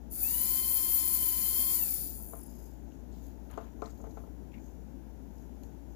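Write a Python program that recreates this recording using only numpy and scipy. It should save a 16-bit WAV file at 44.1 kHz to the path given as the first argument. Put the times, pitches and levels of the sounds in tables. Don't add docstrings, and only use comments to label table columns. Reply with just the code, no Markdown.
import sys
import numpy as np
from scipy import signal
from scipy.fft import rfft, irfft, next_fast_len
from scipy.io import wavfile
from scipy.ndimage import uniform_filter1d, map_coordinates

SR = 44100
rng = np.random.default_rng(int(sys.argv[2]) if len(sys.argv) > 2 else 0)


def natural_amplitude(level_db):
    exponent = np.asarray(level_db, float) / 20
    return 10 ** exponent


def to_wav(sig):
    pcm = np.clip(np.atleast_2d(sig), -1, 1) * 32767
    pcm = np.round(pcm).astype(np.int16)
    wavfile.write(sys.argv[1], SR, pcm.T)


N = 262395
TIME = np.arange(N) / SR

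# (frequency [Hz], level [dB per Hz])
ROOM_RUMBLE = [(30, -81), (60, -67.5), (110, -75), (260, -69), (500, -83.5), (900, -87.5), (1150, -102),
               (1500, -99), (2200, -107), (4500, -114), (6800, -107), (8400, -121), (10500, -113),
               (15000, -111)]
# (frequency [Hz], width [Hz], level [dB])
DUCT_DRONE = (51.2, 3.3, -55.5)
# (frequency [Hz], level [dB])
SUPPLY_WHISTLES = [(9050, -90), (10870, -87)]

# (time [s], speed [turns per s])
FREE_SPEED = [
    (.3, 348),
    (.7, 347.3),
    (.87, 349.5),
    (1.15, 345.5),
    (1.37, 339.8),
    (1.5, 347.8),
    (1.7, 354),
    (1.75, 353.5),
]
# (multiple [1], level [dB])
LOW_TONES = [(1, -8), (2, -15), (3, -4), (5, -19), (6, -9.5), (7, -15)]
HIGH_TONES = [(9, 0), (10, -12), (12, -1), (13, -3), (15, -3.5), (18, -11), (20, 0.5), (21, -0.5)]
# (level at speed [dB], knee [turns per s],
# loss under the knee [dB per turn per s], fade 0.1 s after power off [dB])
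TONE_FADES = [
    (-57, 335, .135, 5.5),
    (-60.5, 280, .7, 4.5),
]
# (frequency [Hz], width [Hz], level [dB])
FRAME_RINGS = [(1150, 2600, -12.5), (2490, 250, -4.5), (3586, 250, -8.5), (4370, 350, 0), (5000, 240, 0.5),
               (5470, 630, -4.5), (6880, 340, 6.5), (7430, 610, 3.5)]
CAN_RINGS = [(9975, 378, 2.5), (10200, 710, 1), (11900, 1930, -13)]
BRUSH_SPRING_RINGS = [(13300, 1400, -14), (13900, 160, -7), (14220, 130, 0), (15080, 450, -12),
                      (15400, 150, -11)]
# (frequency [Hz], width [Hz], level [dB])
DRAG_RINGS = [(6760, 320, -15), (8370, 1700, -24), (10180, 290, 0.5), (11100, 1100, -9), (14400, 410, -5.5)]
# (level at full speed [dB], power of speed [1])
SCRAPE = [
    (-47.5, 1.9),
    (-37.5, 2.1),
    (-32.5, 1.9),
]
# (time [s], level [dB])
BRUSH_PRESSURE = [(.09, -27), (.115, 2.8), (.4, 1), (.6, 0.6), (1.0, 1.2), (1.45, 0.8), (1.68, 0.8),
                  (1.9, 2.1), (2.04, 2.5), (2.16, 0.5), (2.35, 1.3), (2.44, -1.3), (2.53, -19)]

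# (time [s], length [s], frequency [Hz], width [Hz], level [dB])
RUBS = [(2.326, 0.099, 870, 960, -64), (1.852, 0.31, 4760, 3040, -56), (2.3, 0.53, 6980, 1200, -70),
        (2.39, 0.39, 5180, 600, -73.5), (2.47, 0.33, 14500, 2000, -69), (3.112, 0.25, 3920, 5000, -73.5),
        (3.15, 0.25, 14600, 2500, -72), (3.491, 0.22, 2110, 1990, -72), (3.5, 0.1, 900, 1120, -57.5),
        (3.576, 0.14, 800, 1090, -60.5), (3.821, 0.094, 900, 1400, -60), (3.823, 0.11, 4500, 4000, -66),
        (4.048, 0.035, 895, 1200, -65), (4.173, 0.043, 900, 1200, -64), (4.53, 0.077, 2140, 700, -65)]
# (time [s], hold [s], low level [dB], high level [dB])
RUSTLE = [(2.5, 0.16, -69, -62), (2.93, 0.0097, -69.5, -83), (3.25, 0.0077, -64.5, -65.5),
          (3.52, 0.017, -71, -69), (3.56, 0.086, -69, -73), (3.84, .33, -69, -74), (4.2, .03, -73, -71),
          (4.65, .011, -66, -75), (5.39, .011, -69.5, -71), (5.65, .011, -68.5, -73),
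          (5.95, .011, -71, -79)]
# (time [s], peak level [dB], brightness [dB per octave])
KNOCKS = [(2.333, -37, -1.5), (3.575, -26, -1), (3.791, -45.5, -8), (3.82, -26.5, -0.5), (3.832, -37.5, 2),
          (4.001, -42, -10.5), (4.04, -37, -5.5), (4.069, -40.5, -7), (4.171, -35, -1.5),
          (4.237, -43, -3.5), (4.275, -53, -12), (2.2, -48, 0)]
# (frequency [Hz], level [dB], time to fall 60 dB [s])
CASE_RINGS = [(300, -8, .05), (440, -1, .07), (560, -5, .045), (680, 0, .06), (770, -5, .05),
              (880, -4, .05), (1050, -5, .055), (1200, -8, .045), (1340, -8, .05), (1500, -12, .04)]
# (time [s], peak level
# [dB], frequency [Hz], time to fall 60 dB [s])
TICK_LIST = [(3.1249, -58, 6730, 0.033), (3.512, -41, 10700, 0.014), (3.512, -52.5, 6850, 0.032),
             (3.575, -48, 6760, 0.017), (3.5745, -51, 4280, .015), (3.8195, -49, 6600, .015),
             (3.8195, -47, 4180, 0.023), (3.859, -49, 6450, 0.03), (3.9036, -52, 6900, 0.052),
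             (3.976, -57, 14400, 0.03), (4.001, -60, 6900, .015), (4.0136, -49.5, 6900, 0.028),
             (4.107, -58, 6500, 0.03), (4.172, -65, 6500, .02), (4.172, -61, 4000, .02),
             (5.3816, -60, 5400, 0.03), (5.6345, -52.5, 6600, 0.029), (5.634, -58, 4300, 0.033),
             (5.6334, -59, 9500, 0.02), (5.6334, -54, 12500, 0.02), (5.9071, -63, 6820, 0.03)]
FURTHER_TICKS = [(2.9189, -60.5, 2770, 0.035), (3.5749, -44, 1540, 0.036), (3.8193, -47, 2470, 0.013),
                 (3.8578, -51, 4000, 0.048), (3.9026, -61, 4150, 0.026), (3.976, -64, 4100, .03),
                 (4.11, -60, 4200, .03), (4.1719, -62, 2030, 0.03), (4.5184, -59, 2490, 0.05),
                 (4.541, -50, 2420, 0.05), (5.634, -58, 2650, 0.031)]

# (frequency [Hz], level [dB])
COVERED_PORT = [(300, -60), (2000, -42), (3200, -29), (4500, -26), (6500, -15), (8500, -24), (9700, -20),
                (10300, -13), (12500, -7), (15000, -9)]
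# (frequency [Hz], level [dB per Hz])
RIGHT_HISS = [(30, -110), (100, -104), (500, -110), (3000, -114), (5500, -119), (8000, -125), (10000, -119),
              (12000, -113), (15500, -113)]

FULL_SPEED = 350
POWER_ON_S, SPIN_UP_S, POWER_OFF_S = .078, .1, 1.75
FRICTION, DRAG = 270, 1.1


def rms_one(x):
    return x / np.sqrt(np.mean(x ** 2) + 1e-20)


def colour(x, points):
    size = next_fast_len(N + 2048)
    hz, db = np.transpose(points)
    log_hz = np.log(np.maximum(np.arange(size // 2 + 1) * SR / size, 1))
    gain = natural_amplitude(np.interp(log_hz, np.log(hz), db))
    return irfft(rfft(x, size) * gain, size)[..., :N]


def resonance(x, hz, width_hz):
    r = np.exp(-np.pi * width_hz / SR)
    feedback = [1, -2 * r * np.cos(2 * np.pi * hz / SR), r * r]
    return signal.lfilter([(1 - r * r) / 2, 0, (r * r - 1) / 2], feedback, x)


def resonance_twice(x, hz, width_hz):
    return resonance(resonance(x, hz, width_hz), hz, width_hz)


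def body(x, modes):
    total = 0
    for k, (hz, width_hz, db) in enumerate(modes):
        total = total + (-1) ** k * natural_amplitude(db) * resonance(x, hz, width_hz)
    return rms_one(total)


def drift(rate):
    knots = rng.standard_normal(4000)
    return map_coordinates(knots, [TIME * rate + 10], order=2)


def room_tone():
    hum_phase = 2 * np.pi * 59.2 * TIME + 0.2 * drift(3.71)
    hum = natural_amplitude(-41.5 + 0.05 * drift(3.1)) * np.sin(hum_phase)
    whistles = 0
    for hz, db in SUPPLY_WHISTLES:
        whistles = whistles + natural_amplitude(db + 2 * drift(1.5)) * np.sin(2 * np.pi * hz * TIME + drift(9))
    hz, width_hz, db = DUCT_DRONE
    drone = natural_amplitude(db) * rms_one(resonance_twice(rng.standard_normal(2 * N), hz, width_hz)[N:])
    rumble = np.sqrt(SR / 2) * colour(rng.standard_normal(N), ROOM_RUMBLE)
    return hum + drone + whistles + rumble


def rotor_speed():
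    climb = 1 - np.exp(-np.clip(TIME - POWER_ON_S, 0, None) / SPIN_UP_S)
    powered = np.interp(TIME, *np.transpose(FREE_SPEED)) * climb
    kept = np.exp(-DRAG * np.clip(TIME - POWER_OFF_S, 0, None))
    return np.clip(powered * kept - FRICTION / DRAG * (1 - kept), 0, None)


def whine(speed, turn):
    coast = np.clip(TIME - POWER_OFF_S, 0, None) * 10
    slack_db = .25 * np.clip(FULL_SPEED - speed, 0, None)
    tones = 0
    for group, (full_db, knee, loss, fade_db) in zip((LOW_TONES, HIGH_TONES), TONE_FADES):
        below_knee = np.clip(knee - speed, 0, None) * (coast == 0)
        level_db = full_db - loss * below_knee - fade_db * coast ** 2
        for multiple, db in group:
            waver_db = (2.0 + 1.3 * (multiple > 8)) * drift(60.1)
            tone_db = level_db + db + 11 - slack_db * (multiple > 9) + waver_db
            tones = tones + natural_amplitude(tone_db) * np.sin(multiple * turn + rng.uniform(0, 2 * np.pi))
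    return tones


def bench_echoes(x, count=14, span_s=.006, echo_db=-22.0):
    taps = np.zeros((2, int(span_s * SR) + 2))
    lags = rng.random((2, count))
    for side in (0, 1):
        places = 1 + (lags[side] * span_s * SR).astype(int)
        taps[side, places] = natural_amplitude(echo_db - 4.5 * lags[side]) * rng.choice([-1, 1], count)
    taps[0, 0] = taps[1, 5] = 1
    return signal.oaconvolve(x, taps, axes=1)[:, :N]


def brush_scrape(speed, turn):
    depth = .25 + .5 * np.clip(1 - speed / 220.0, 0, 1) ** 2
    throb = np.exp(depth * (np.cos(turn) + 0.1 * np.cos(2 * turn + 1) + 0.16 * np.cos(3 * turn + 2)))
    near, other = rng.standard_normal((2, N))
    alike = .6
    far = alike * near + np.sqrt(1 - alike ** 2) * other
    friction = np.array([near, far]) * throb / np.sqrt(uniform_filter1d(throb ** 2, size=2000))
    friction = bench_echoes(friction)

    s, db = np.transpose(BRUSH_PRESSURE)
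    pressure_db = np.interp(TIME, s, db, -90, -90)
    slowed_db = 20 * np.log10(speed / FULL_SPEED + 1e-3)
    levels = [pressure_db + db + power * slowed_db for db, power in SCRAPE]
    levels.append(pressure_db - 54)
    out = 0
    for modes, level_db in zip((FRAME_RINGS, CAN_RINGS, BRUSH_SPRING_RINGS, DRAG_RINGS), levels):
        out = out + natural_amplitude(level_db + 4.0 + 1.2 * drift(29.63)) * body(friction, modes)
    return out


def motor():
    speed = rotor_speed()
    turn = 2 * np.pi * np.cumsum(speed * (1 + 0.00212 * drift(59.46))) / SR
    return whine(speed, turn) + brush_scrape(speed, turn)


def rustle_levels():
    s, held, *levels = np.transpose(RUSTLE)[..., None]
    t = np.arange(0, N, 64) / SR
    rise_db = 112 * np.clip(s - t, 0, None)
    fall_db = 109 * np.clip(t - s - held, 0, None)
    away_db = rise_db + fall_db
    away_db[0, t < s[0] - .04] = 200
    return [np.interp(TIME, t, (db - away_db).max(axis=0)) for db in levels]


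def hands():
    grainy = rng.standard_normal((2, N)) * natural_amplitude(2.5 * drift(300))
    low_db, high_db = rustle_levels()
    low = natural_amplitude(low_db - 1.5) * body(grainy, [(6610, 440, 0)])
    airy = resonance(grainy, 11600, 4400)
    high = natural_amplitude(high_db + 1) * body(airy, [(11550, 3300, -3), (14000, 1500, -3.5)])
    out = low + high
    for s, length, hz, width_hz, db in RUBS:
        span = slice(int(s * SR), int((s + length) * SR))
        rub = resonance_twice(grainy[:, span], hz, width_hz)
        u = np.linspace(0, 1, rub.shape[1])
        swell = np.sqrt(np.sin(np.pi * u ** 0.4).clip(0))
        out[:, span] += natural_amplitude(db + 3.0) * swell * rms_one(rub)
    return out


def knocks():
    s, peak_db, bright_db = np.transpose(KNOCKS)
    scatter_db = rng.normal(0, 2.5, (len(s), len(CASE_RINGS)))
    late = rng.uniform(0, .0007, scatter_db.shape)
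    out = np.zeros(N)
    for k, (hz, db, t60) in enumerate(CASE_RINGS):
        clicks = np.full(N, 1e-18)
        hit_db = peak_db + db - 4.5 + bright_db * np.log2(hz / 700) + scatter_db[:, k]
        clicks[((s + .0005 + late[:, k]) * SR).astype(int)] = -natural_amplitude(hit_db)
        r, w = natural_amplitude(-60 / (t60 * SR)), 2 * np.pi * hz / SR
        out += signal.lfilter([0, np.sin(w)], [1, -2 * r * np.cos(w), r * r], clicks)
    out = signal.sosfilt(signal.butter(3, [250, 1800], "band", fs=SR, output="sos"), out)
    t = np.arange(12000) / SR
    wash = rng.standard_normal(len(t)) * natural_amplitude(-33 - 60 * t / .2) * np.clip(t / 0.022, 0, 1)
    return out + signal.oaconvolve(out, wash)[:N]


def ticks():
    length = 4000
    out, t = np.zeros(N + length), np.arange(length) / SR
    for rows, width_hz in ((TICK_LIST, 840), (FURTHER_TICKS, 900)):
        for s, db, hz, t60 in rows:
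            burst = rms_one(resonance_twice(rng.standard_normal(length), hz, width_hz))
            start = int(s * SR)
            out[start:start + length] += burst * natural_amplitude(db - 3 - 60 * t / t60)
    return out[:N]


def scene():
    room = room_tone()
    left, right = motor() + hands() + knocks() + ticks()
    return np.array([left + room, colour(right, COVERED_PORT)])


def low_pass(x):
    return signal.sosfilt(signal.butter(12, 16410, fs=SR, output="sos"), x)


def record(dry):
    hiss = np.sqrt(SR / 2) * colour(rng.standard_normal(N), RIGHT_HISS)
    top_cut = signal.ellip(12, .5, 70, 15520, fs=SR, output="sos")
    mix = signal.sosfilt(top_cut, dry + np.array([np.zeros(N), hiss]))
    return low_pass(mix)


dry = scene()
out = record(dry)
to_wav(out)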